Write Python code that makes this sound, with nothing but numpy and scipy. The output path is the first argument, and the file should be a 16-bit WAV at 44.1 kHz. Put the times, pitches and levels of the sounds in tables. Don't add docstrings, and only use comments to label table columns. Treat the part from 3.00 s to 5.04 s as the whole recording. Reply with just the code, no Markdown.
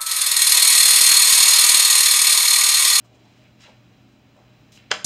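import sys
import numpy as np
from scipy import signal
from scipy.fft import rfft, irfft, next_fast_len
from scipy.io import wavfile
from scipy.ndimage import map_coordinates

SR = 44100
rng = np.random.default_rng(int(sys.argv[2]) if len(sys.argv) > 2 else 0)


def materialize(psi):
    bounded = np.clip(np.atleast_2d(psi).T, -1, 1)
    quanta = np.round(bounded * 32767).astype(np.int16)
    wavfile.write(sys.argv[1], SR, quanta)


def gain_from_decibels(decibels):
    exponent = np.asarray(decibels, float) / 20
    return 10 ** exponent


N = 90184

# (frequency [Hz], relative density [dB])
AIR_SHAPE = [(24, -28), (50, -9.5), (100, -9.5), (300, -11), (450, -21), (1000, -25), (1800, -27.5),
             (4000, -28.5), (9000, -34), (16000, -29)]
# (frequency [Hz], level before a common gain [dB])
HUM_LINES = [(119.8, -57.5), (211, -65.5), (264, -67)]
# (frequency [Hz], time to fall 60 dB [s])
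HALL_DECAY = [(120, 0.69), (500, 0.55), (1500, 0.5), (4000, 0.39), (8000, 0.36), (11000, 0.34),
              (15000, 0.2)]
# (delay [s], level re direct sound [dB])
WALL_ECHOES = [(.0095, -14), (0.0205, -23), (0.025, -15), (.033, -21)]
# (start [s], rise [s], hold [s], time to fall 60 dB [s],
# rms level while held [dB], centre [Hz], Gaussian width [octaves])
CLOTH_STROKES = [(0.039, 0.0055, 0.02, .05, -57.5, 7950, 0.86), (0.039, 0.0074, 0.0083, .1, -63, 895, 0.53),
                 (.08, 0.028, .03, .5, -60, 350, .9), (.2, .04, .03, .2, -68, 800, .3),
                 (.14, 0.0035, .014, .05, -65, 7400, .35), (.07, .06, .3, .5, -64, 4000, 1.3),
                 (0.424, 0.028, .012, 0.11, -63, 2470, .5), (0.584, 0.025, 0.02, 0.37, -51.5, 5900, 0.82),
                 (.565, .06, 0.052, .35, -54, 2200, 1.07), (.62, 0.043, .03, 0.24, -58.5, 700, 0.63),
                 (1.05, 0.055, .04, .3, -71, 8000, 0.57), (1.303, 0.064, 0.045, 0.23, -63.5, 670, 0.63),
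                 (1.7155, 0.0051, .042, 0.15, -47.5, 6500, 1.0), (1.77, 0.0029, .008, 0.5, -58, 2700, 0.75),
                 (1.901, .008, .005, .02, -36, 2200, 1.1), (1.905, .012, .02, .3, -47, 180, .8),
                 (1.917, .004, .01, .25, -33, 2400, 1.2)]
# (start [s], approximate ring peak before dulling [dB], pitch [Hz],
# length [cycles])
TAUT_FOLDS = [(.056, -48, 9000, 3), (.62, -50, 4700, 30), (.649, -51, 2850, 25), (.661, -51, 3350, 30),
              (1.354, -55, 7500, 4), (1.367, -47, 7950, 4), (1.371, -52, 9500, 3), (1.391, -49, 7500, 4.2),
              (1.740, -44, 11000, 2.4), (1.7755, -36, 5000, 2), (1.7754, -45, 2870, 6.9),
              (1.8005, -43, 2800, 3), (1.862, -52, 2630, 5.1), (1.9118, -24, 458, 4),
              (1.9143, -4.5, 5134, 5.1), (1.9141, -9, 8600, 4), (1.915, -2.5, 6760, 3.36),
              (1.9151, -11.5, 2120, 3.2), (1.9160, -11.5, 1480, 4.3), (1.9168, -9.5, 3240, 6.2),
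              (1.9180, -14, 1905, 2.7), (1.9194, -10.5, 4970, 3.3), (1.9183, -9.5, 7050, 2.6),
              (1.9219, -17, 1290, 2.23), (1.9212, -27, 630, 4), (1.9225, -27, 760, 4)]
# (frequency [Hz], gain [dB])
MIC_RESPONSE = [(2000, 1), (2500, 4.5), (3300, 1.5), (4000, 3.5), (4800, -2), (5400, -3), (5750, -5),
                (7700, -5.5), (8500, -9), (10200, -21.5), (11200, -22), (12500, -18.5), (15700, -12.5)]
# (centre [Hz], width [Hz], depth [0-1])
HOUSING_NOTCHES = [(3666, 230, 1), (4393, 350, 1), (8040, 560, 1), (11700, 380, 1)]
# (centre [Hz], width [Hz], extra linear gain [1])
HOUSING_RINGS = [(597, 22, 1.5), (627, 9.3, 1.6), (760, 29, 0.87)]


def unit(x):
    return x / np.sqrt(np.mean(x ** 2) + 1e-20)


def along(points, hz):
    f, value = np.transpose(points)
    return np.interp(np.log(hz + 1), np.log(f + 1), value)


def wobble(rate):
    knots = rng.standard_normal(N // 20)
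    return map_coordinates(knots, [np.arange(N) * rate / SR])


def filtered(x, response):
    size = next_fast_len(N + SR // 2)
    spectrum = rfft(x, size) * response(np.fft.rfftfreq(size, 1 / SR))
    return irfft(spectrum, size)[..., :N]


def ventilation():
    air_db, air_waver_db = -56, 0.76
    hum_gain_db, hum_waver_db, phase_waver_rad = 2, 1.5, 0.73
    t = np.arange(N) / SR
    air = unit(filtered(rng.standard_normal(N), lambda hz: gain_from_decibels(along(AIR_SHAPE, hz))))
    hum = np.zeros(N)
    for hz, db in HUM_LINES:
        level = gain_from_decibels(db + hum_gain_db + hum_waver_db * wobble(11.85))
        phase = phase_waver_rad * wobble(7.95) + 2 * np.pi * rng.random()
        hum += level * np.sin(2 * np.pi * hz * t + phase)
    return gain_from_decibels(air_db + air_waver_db * wobble(4.33)) * air + hum


def hall(x):
    tail_db, tail_delay_s = -12, .006
    hz, t, bins = signal.stft(rng.standard_normal(SR), SR, nperseg=256)
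    decay = gain_from_decibels(-60 * t / along(HALL_DECAY, hz)[:, None])
    tail = signal.istft(bins * decay, SR, nperseg=256)[1]
    tail = gain_from_decibels(tail_db) * tail / np.linalg.norm(tail)
    response = np.pad(tail, (round(tail_delay_s * SR), 0))
    for delay, db in WALL_ECHOES:
        response[round(delay * SR)] += gain_from_decibels(db)
    return signal.fftconvolve(x, response)[:N]


def swishes():
    grit_db, fold_db = 2.5, 2
    out = np.zeros(N)
    t = np.arange(N) / SR
    for start, rise, hold, fall, db, hz, octaves in CLOTH_STROKES:
        unevenness = grit_db * wobble(1500) + fold_db * wobble(70)
        fibres = rng.standard_normal(N) * gain_from_decibels(unevenness)
        band = unit(filtered(fibres, lambda f: np.exp(-.5 * (np.log2((f + 1) / hz) / octaves) ** 2)))
        swell = np.clip((t - start) / rise, 0, 1) ** 2
        decay = gain_from_decibels(-60 * np.clip(t - start - rise - hold, 0, None) / fall)
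        out += gain_from_decibels(db) * swell * decay * band
    return out


def flicks():
    spit_db, spit_t60_s = -13, .006
    dull_hz = 10000
    out = np.zeros(N + SR)
    t = np.arange(SR // 10) / SR
    for start, db, hz, cycles in TAUT_FOLDS:
        life = t * hz / cycles
        envelope = 9 * life * np.exp(-3.5 * life)
        ring = np.sin(2 * np.pi * hz * t) * envelope
        spit = gain_from_decibels(spit_db - 60 * t / spit_t60_s) * rng.standard_normal(len(t))
        out[round(start * SR):][:len(t)] += gain_from_decibels(db) * (ring + spit)
    return signal.sosfilt(signal.butter(2, dull_hz, fs=SR, output="sos"), out[:N])


def scene():
    cloth = swishes() + flicks()
    mix = cloth + hall(cloth) + ventilation()
    return mix[None]


def resonance(f, centre, width):
    return 1j * f * width / (centre ** 2 - f ** 2 + 1j * f * width)


def housing(f):
    low_cut_hz, top_hz = 39, 15790
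    response = gain_from_decibels(along(MIC_RESPONSE, f)) * (f < top_hz)
    response = response * (1j * f / (low_cut_hz + 1j * f)) ** 2
    for centre, width, depth in HOUSING_NOTCHES:
        response = response * (1 - depth * resonance(f, centre, width))
    for centre, width, gain in HOUSING_RINGS:
        response = response * (1 + gain * resonance(f, centre, width))
    return response


def low_pass(x):
    return signal.sosfilt(signal.butter(12, 16470, fs=SR, output="sos"), x)


def record(dry):
    picked_up = filtered(dry, housing)
    return low_pass(picked_up)


dry = scene()
out = record(dry)
materialize(out)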